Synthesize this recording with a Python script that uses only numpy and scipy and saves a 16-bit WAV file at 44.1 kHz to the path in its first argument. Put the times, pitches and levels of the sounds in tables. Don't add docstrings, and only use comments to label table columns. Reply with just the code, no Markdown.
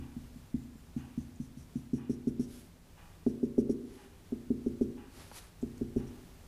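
import sys
import numpy as np
from scipy import signal
from scipy.fft import rfft, irfft
from scipy.io import wavfile
from scipy.ndimage import uniform_filter1d

SR = 44100
rng = np.random.default_rng(int(sys.argv[2]) if len(sys.argv) > 2 else 0)


def persist_wave(psi):
    counts = np.round(np.clip(psi, -1, 1) * 32767).astype(np.int16)
    wavfile.write(sys.argv[1], SR, np.atleast_2d(counts).T)


N = 285327
T = np.arange(N) / SR

# (time [s], blow level [dB], slide length [s], slide level [dB])
DABS = [(-0.03, -26, .055, -80), (0.164, -34, .09, -80), (0.358, -40, 0.065, -77),
        (0.542, -28.5, 0.12, -75.5), (0.754, -43.5, .08, -77), (0.9629, -29, .055, -71.5),
        (1.1762, -30, 0.072, -70.5), (1.3992, -34, .077, -69), (1.5698, -39.5, 0.072, -68.5),
        (1.7557, -31, .055, -69), (1.932, -24, .058, -66), (2.0942, -23.5, 0.062, -64),
        (2.2701, -23, .032, -64.5), (2.3946, -25.5, 0.064, -61), (3.2634, -20, .052, -67.5),
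        (3.4287, -21.5, 0.038, -70.5), (3.5791, -16.5, 0.037, -62.5), (3.6936, -21, 0.041, -62),
        (4.3206, -26.5, 0.027, -83), (4.503, -22, 0.05, -81), (4.6608, -22, .035, -71.5),
        (4.8093, -20.5, .035, -67), (5.6261, -27, .02, -79), (5.81, -25.5, 0.045, -76),
        (5.9605, -22.5, 0.047, -67.5), (6.066, -39.5, .03, -68)]
# (time [s], place [0 mid-board, about 1 near the frame])
HAND_PLACE = [(0, 0.16), (1.57, 0.05), (2.1, 0.75), (2.4, 0.71), (3.26, 0.91), (3.7, 1.025), (4.32, 0.87),
              (4.5, 0.73), (4.81, 1), (5.63, 0.89), (6.07, 1.05)]


def thumps(sway_db=-8.5, sway_delay_s=0.0019, boom_delay_s=0.01108):
    # (pitch [Hz], ring time [s], mid-board level [dB], gain near the frame [dB])
    bending_modes = [(106, 0.062, -14.5, 3), (133.3, 0.077, -1.5, -13.5), (252.2, 0.058, 12, -0.5),
                     (255, 0.026, 5, 8), (370, 0.077, -16, 17), (400, 0.048, -11.5, 13),
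                     (581, 0.024, -28.5, 17.5), (792, 0.044, -29.5, 5.5)]
    sway_modes = [(35.1, 0.71, -30, 3), (54.4, 0.038, -16.5, 12.5), (76, 0.36, -10.5, -6.5),
                  (124.3, 0.37, -18, 2.5)]
    boom_modes = [(133.8, 0.6, -17.5, -11), (190, 0.29, -32.5, 9), (214.3, 0.3, -25, 8.5),
                  (236.6, 0.97, -18.5, -0.5), (269, 0.81, -18, -3.5), (299.7, 1.12, -26.5, -5.5),
                  (342.2, 0.71, -24, 3.5), (393.2, 1.28, -39.5, 9), (460, 0.75, -33, 3.5),
                  (507, 0.14, -39, -5), (563, 1.04, -46.5, 11.5)]
    # (delay [s], share of the wave [0 to 1])
    frame_echoes = [(.0109, 0.33), (0.0202, 0.092)]
    # (time [s], sway gain [dB], gain of the two lowest bending modes [dB])
    board_give = [(.5, 9.5, -7), (1.2, 7.5, -1), (1.9, 4.5, 5), (3.3, -1, 0), (4.7, 5, -16),
                  (5.6, 7.5, 3.5), (5.95, 11.5, 12)]
    felt_hz, middling_db = 270.5, -29.5
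    octaves_per_db, octaves_at_frame = 0.04, 0.63
    t = T[:int(1.2 * SR)]
    thump, boom = np.zeros((2, N))
    for s, blow_db, _, _ in DABS:
        place = at_time(HAND_PLACE, s)
        cutoff_hz = felt_hz * 2 ** (octaves_per_db * (blow_db - middling_db) + octaves_at_frame * place)
        low = amp(at_time(board_give, s, column=2)) * struck(bending_modes[:2], place, t[:SR // 5])
        high = struck(bending_modes[2:], place, t[:SR // 5])
        bend = amp(blow_db) * cushioned(low + high, cutoff_hz)
        add(thump, s, bend)
        for delay, share in frame_echoes:
            add(thump, s + delay, -share * bend)
        sway = cushioned(struck(sway_modes, place, t), cutoff_hz)
        add(boom, s + sway_delay_s, amp(blow_db + at_time(board_give, s) + sway_db) * sway)
        air = cushioned(struck(boom_modes, place, t), cutoff_hz)
        add(boom, s + boom_delay_s, amp(blow_db) * air)
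    return thump, boom


def struck(modes, place, t, scatter_db=1.2):
    chance_db = scatter_db * rng.uniform(-1, 1, len(modes))
    out = np.zeros(len(t))
    for k, (hz, ring_s, db, frame_db) in enumerate(modes):
        tone = np.sin(2 * np.pi * hz * t) * amp(-60 * t / ring_s)
        out += (-1) ** k * amp(db + place * frame_db + chance_db[k]) * tone
    return out


def cushioned(x, cutoff_hz):
    return signal.lfilter(*signal.butter(3, cutoff_hz, fs=SR), x)


def touches(knock_db=-38, swing_db=13, tick_db=-21.0, tick_fade_s=0.0065, lag_s=0.00097):
    # (pitch [Hz], ring time [s], mid-board level [dB], gain near the frame [dB])
    knock_modes = [(665, 0.066, -2.5, 4.5), (890, 0.035, -9.5, 4), (1240, 0.011, -4, -1)]
    no_swing_s, full_swing_s = 0.23, 0.75
    out, t = np.zeros(N), T[:4096]
    previous_s = DABS[0][0]
    for s, blow_db, _, _ in DABS:
        swing = np.clip((s - previous_s - no_swing_s) / (full_swing_s - no_swing_s), 0, 1)
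        tick = noise(resonant([(5170, 4100, 0)]), len(t)) * np.exp(-t / tick_fade_s)
        knock = struck(knock_modes, at_time(HAND_PLACE, s), t)
        add(out, s + lag_s, amp(blow_db + knock_db + swing_db * swing) * (knock + amp(tick_db) * tick))
        previous_s = s
    return out


def slides(gain_db=1.0, rough_db=2.0, scrape_db=-6.5, grip_s=0.0033, lift_sharpness=6.0):
    # (pitch [times the squeak pitch], width [Hz], level [dB])
    tip_peaks = [(1, 740, 4.5), (1.17, 600, -2.5), (1.39, 1000, -5), (1.52, 600, -7), (1.73, 855, -2),
                 (2.0, 1200, -8)]
    # (time [s], pitch [Hz])
    squeak_pitch = [(.75, 7300), (.96, 6300), (2.1, 5700), (3.6, 5700)]
    out, t = np.zeros(N), T[:8192]
    for s, _, length_s, db in DABS:
        squeak_hz = at_time(squeak_pitch, s)
        peaks = [(ratio * squeak_hz, width, peak_db) for ratio, width, peak_db in tip_peaks]
        squeak = noise(resonant(peaks), len(t))
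        scrape = amp(scrape_db) * noise(resonant([(3420, 9100, 0)]), len(t))
        pressure = np.minimum(t / grip_s, 1) * np.exp(-(t / length_s) ** lift_sharpness)
        jerks = flutter(len(t), rough_db, grain_samples=60)
        add(out, s, amp(db + gain_db) * (squeak + scrape) * pressure * jerks)
    return out


def sleeve(rough_db=1.2):
    # (peak time [s], rise [s], fall [s], level [dB], brightness [dB per octave])
    brushes = [(2.535, 0.035, 0.08, -59.5, 3.5), (3.98, 0.094, 0.098, -64, .3),
               (5.175, .04, 0.15, -58.5, 0.7), (5.208, 0.02, 0.027, -56, -0.5),
               (5.372, 0.026, 0.021, -49.5, 2), (5.43, 0.024, 0.051, -60, 0.5)]
    # (frequency [Hz], relative level [dB])
    cloth_colour = [(200, 4.5), (600, 4.5), (2000, -1), (4500, -2), (8000, -7), (11200, -4), (13500, -16),
                    (16000, -44)]
    out, t = np.zeros(N), T[:SR] - 0.5
    for s, rise, fall, db, brightness in brushes:
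        speed = np.exp(-0.5 * (t / np.where(t < 0, rise, fall)) ** 2)
        rub = noise(lambda hz: amp(at_frequency(cloth_colour, hz) + brightness * np.log2(hz + 300)), SR)
        add(out, s - 0.5, amp(db) * speed * rub * flutter(SR, rough_db, grain_samples=120))
    return out


def pen_clicks():
    # (time [s], level over the first 10 ms [dB], pitch [Hz], width [Hz], fade [s])
    shifts = [(1.358, -68, 7000, 1300, 0.0065), (5.315, -49.5, 880, 800, 0.0047),
              (5.383, -54, 3540, 6000, 0.004), (5.614, -66, 7150, 1690, 0.015),
              (5.779, -64, 6250, 3480, 0.0021)]
    out, t = np.zeros(N), T[:4096]
    for s, db, hz, width, fade_s in shifts:
        click = noise(resonant([(hz, width, 0)]), len(t)) * np.exp(-t / fade_s)
        add(out, s, amp(db) * click / click[:SR // 100].std())
    return out


def room(x, gap_s=0.016):
    # (frequency [Hz], time to fade by 60 dB [s])
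    ring_times = [(60, 0.55), (250, 0.9), (500, 0.91), (2000, 0.76), (10000, 0.27)]
    hz, t, bands = signal.stft(rng.standard_normal(SR), SR, nperseg=512)
    fade = amp(-60 * t / at_frequency(ring_times, hz)[:, None])
    _, tail = signal.istft(bands * fade, SR, nperseg=512)
    echoes = np.zeros(N)
    add(echoes, gap_s, signal.fftconvolve(x, tail / np.linalg.norm(tail))[:N])
    return echoes


def swish(level_db=-61.5, alternate_db=0.5, first_s=-0.037, period_s=1.0):
    # (pitch [Hz], width [Hz], relative level [dB])
    swish_peaks = [(816, 91, 9), (965, 75, 4.5), (1150, 91, 2.5), (1560, 790, -2.5), (1940, 140, -4),
                   (2444, 200, -2), (2850, 410, -3.5), (3450, 200, -9)]
    rise_s, hold_s, fade_s = 0.02, 0.051, 0.13
    loudness = np.zeros(N)
    for k, s in enumerate(np.arange(first_s, T[-1], period_s)):
        rise = np.clip((T - s) / rise_s, 0, 1)
        fade = np.exp(-np.maximum(T - s - hold_s, 0) / fade_s)
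        loudness += amp(level_db - (-1) ** k * alternate_db) * rise * fade
    return loudness * noise(resonant(swish_peaks), N)


def hiss(treble_db=-66.78, drift_db=1.0):
    # (frequency [Hz], relative level [dB])
    hiss_colour = [(12, -13), (25, -0.5), (70, -1), (100, 0.5), (125, -13), (170, -3), (210, -14.5),
                   (330, -15), (500, -19), (900, -23.5), (2000, -28), (5000, -31.5), (11500, -34.5),
                   (15400, -38.5)]
    # (time [s], gain [dB])
    swell = [(0, 1.5), (1.6, 0.8), (4.6, -0.5), (6.4, 3)]
    air = noise(lambda hz: amp(at_frequency(hiss_colour, hz)), N)
    treble = signal.sosfilt(signal.butter(4, 1000, "high", fs=SR, output="sos"), air)
    drift = flutter(N, drift_db, grain_samples=12000)
    return amp(treble_db + at_time(swell, T)) * air / treble.std() * drift


def amp(db):
    return 10 ** (np.asarray(db) / 20)


def evened(x):
    return x / np.sqrt(np.mean(x ** 2) + 1e-20)


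def at_time(points, s, column=1):
    columns = np.transpose(points)
    return np.interp(s, columns[0], columns[column])


def at_frequency(points, hz):
    row_hz, values = np.transpose(points)
    return np.interp(np.log(hz + 1), np.log(row_hz + 1), values)


def add(mix, s, sound):
    start = round(s * SR)
    sound = sound[max(-start, 0):]
    part = mix[max(start, 0):][:len(sound)]
    part += sound[:len(part)]


def noise(colour, size):
    spectrum = rfft(rng.standard_normal(size)) * colour(np.fft.rfftfreq(size, 1 / SR))
    return evened(irfft(spectrum, size))


def resonant(peaks):
    return lambda f: np.sqrt(sum((amp(db) / (1 + ((f - hz) / (width / 2)) ** 2)) ** 2
                                 for hz, width, db in peaks))


def flutter(size, depth_db, grain_samples):
    wobble = evened(uniform_filter1d(rng.standard_normal(size), grain_samples))
    return evened(amp(depth_db * wobble))


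def scene(thump_db=-0.02, thump_echo_db=-14.0, small_echo_db=-16.0):
    thump, boom = thumps()
    small_sounds = slides() + touches() + pen_clicks() + sleeve()
    board = amp(thump_db) * thump + boom + amp(thump_echo_db) * room(thump)
    return (board + small_sounds + amp(small_echo_db) * room(small_sounds) + swish() + hiss())[None]


def record(dry, cutoff_hz=15500):
    lowpass = signal.firwin(511, cutoff_hz, window=("kaiser", 9), fs=SR)
    return signal.oaconvolve(dry, lowpass[None], "same")


dry = scene()
out = record(dry)
persist_wave(out)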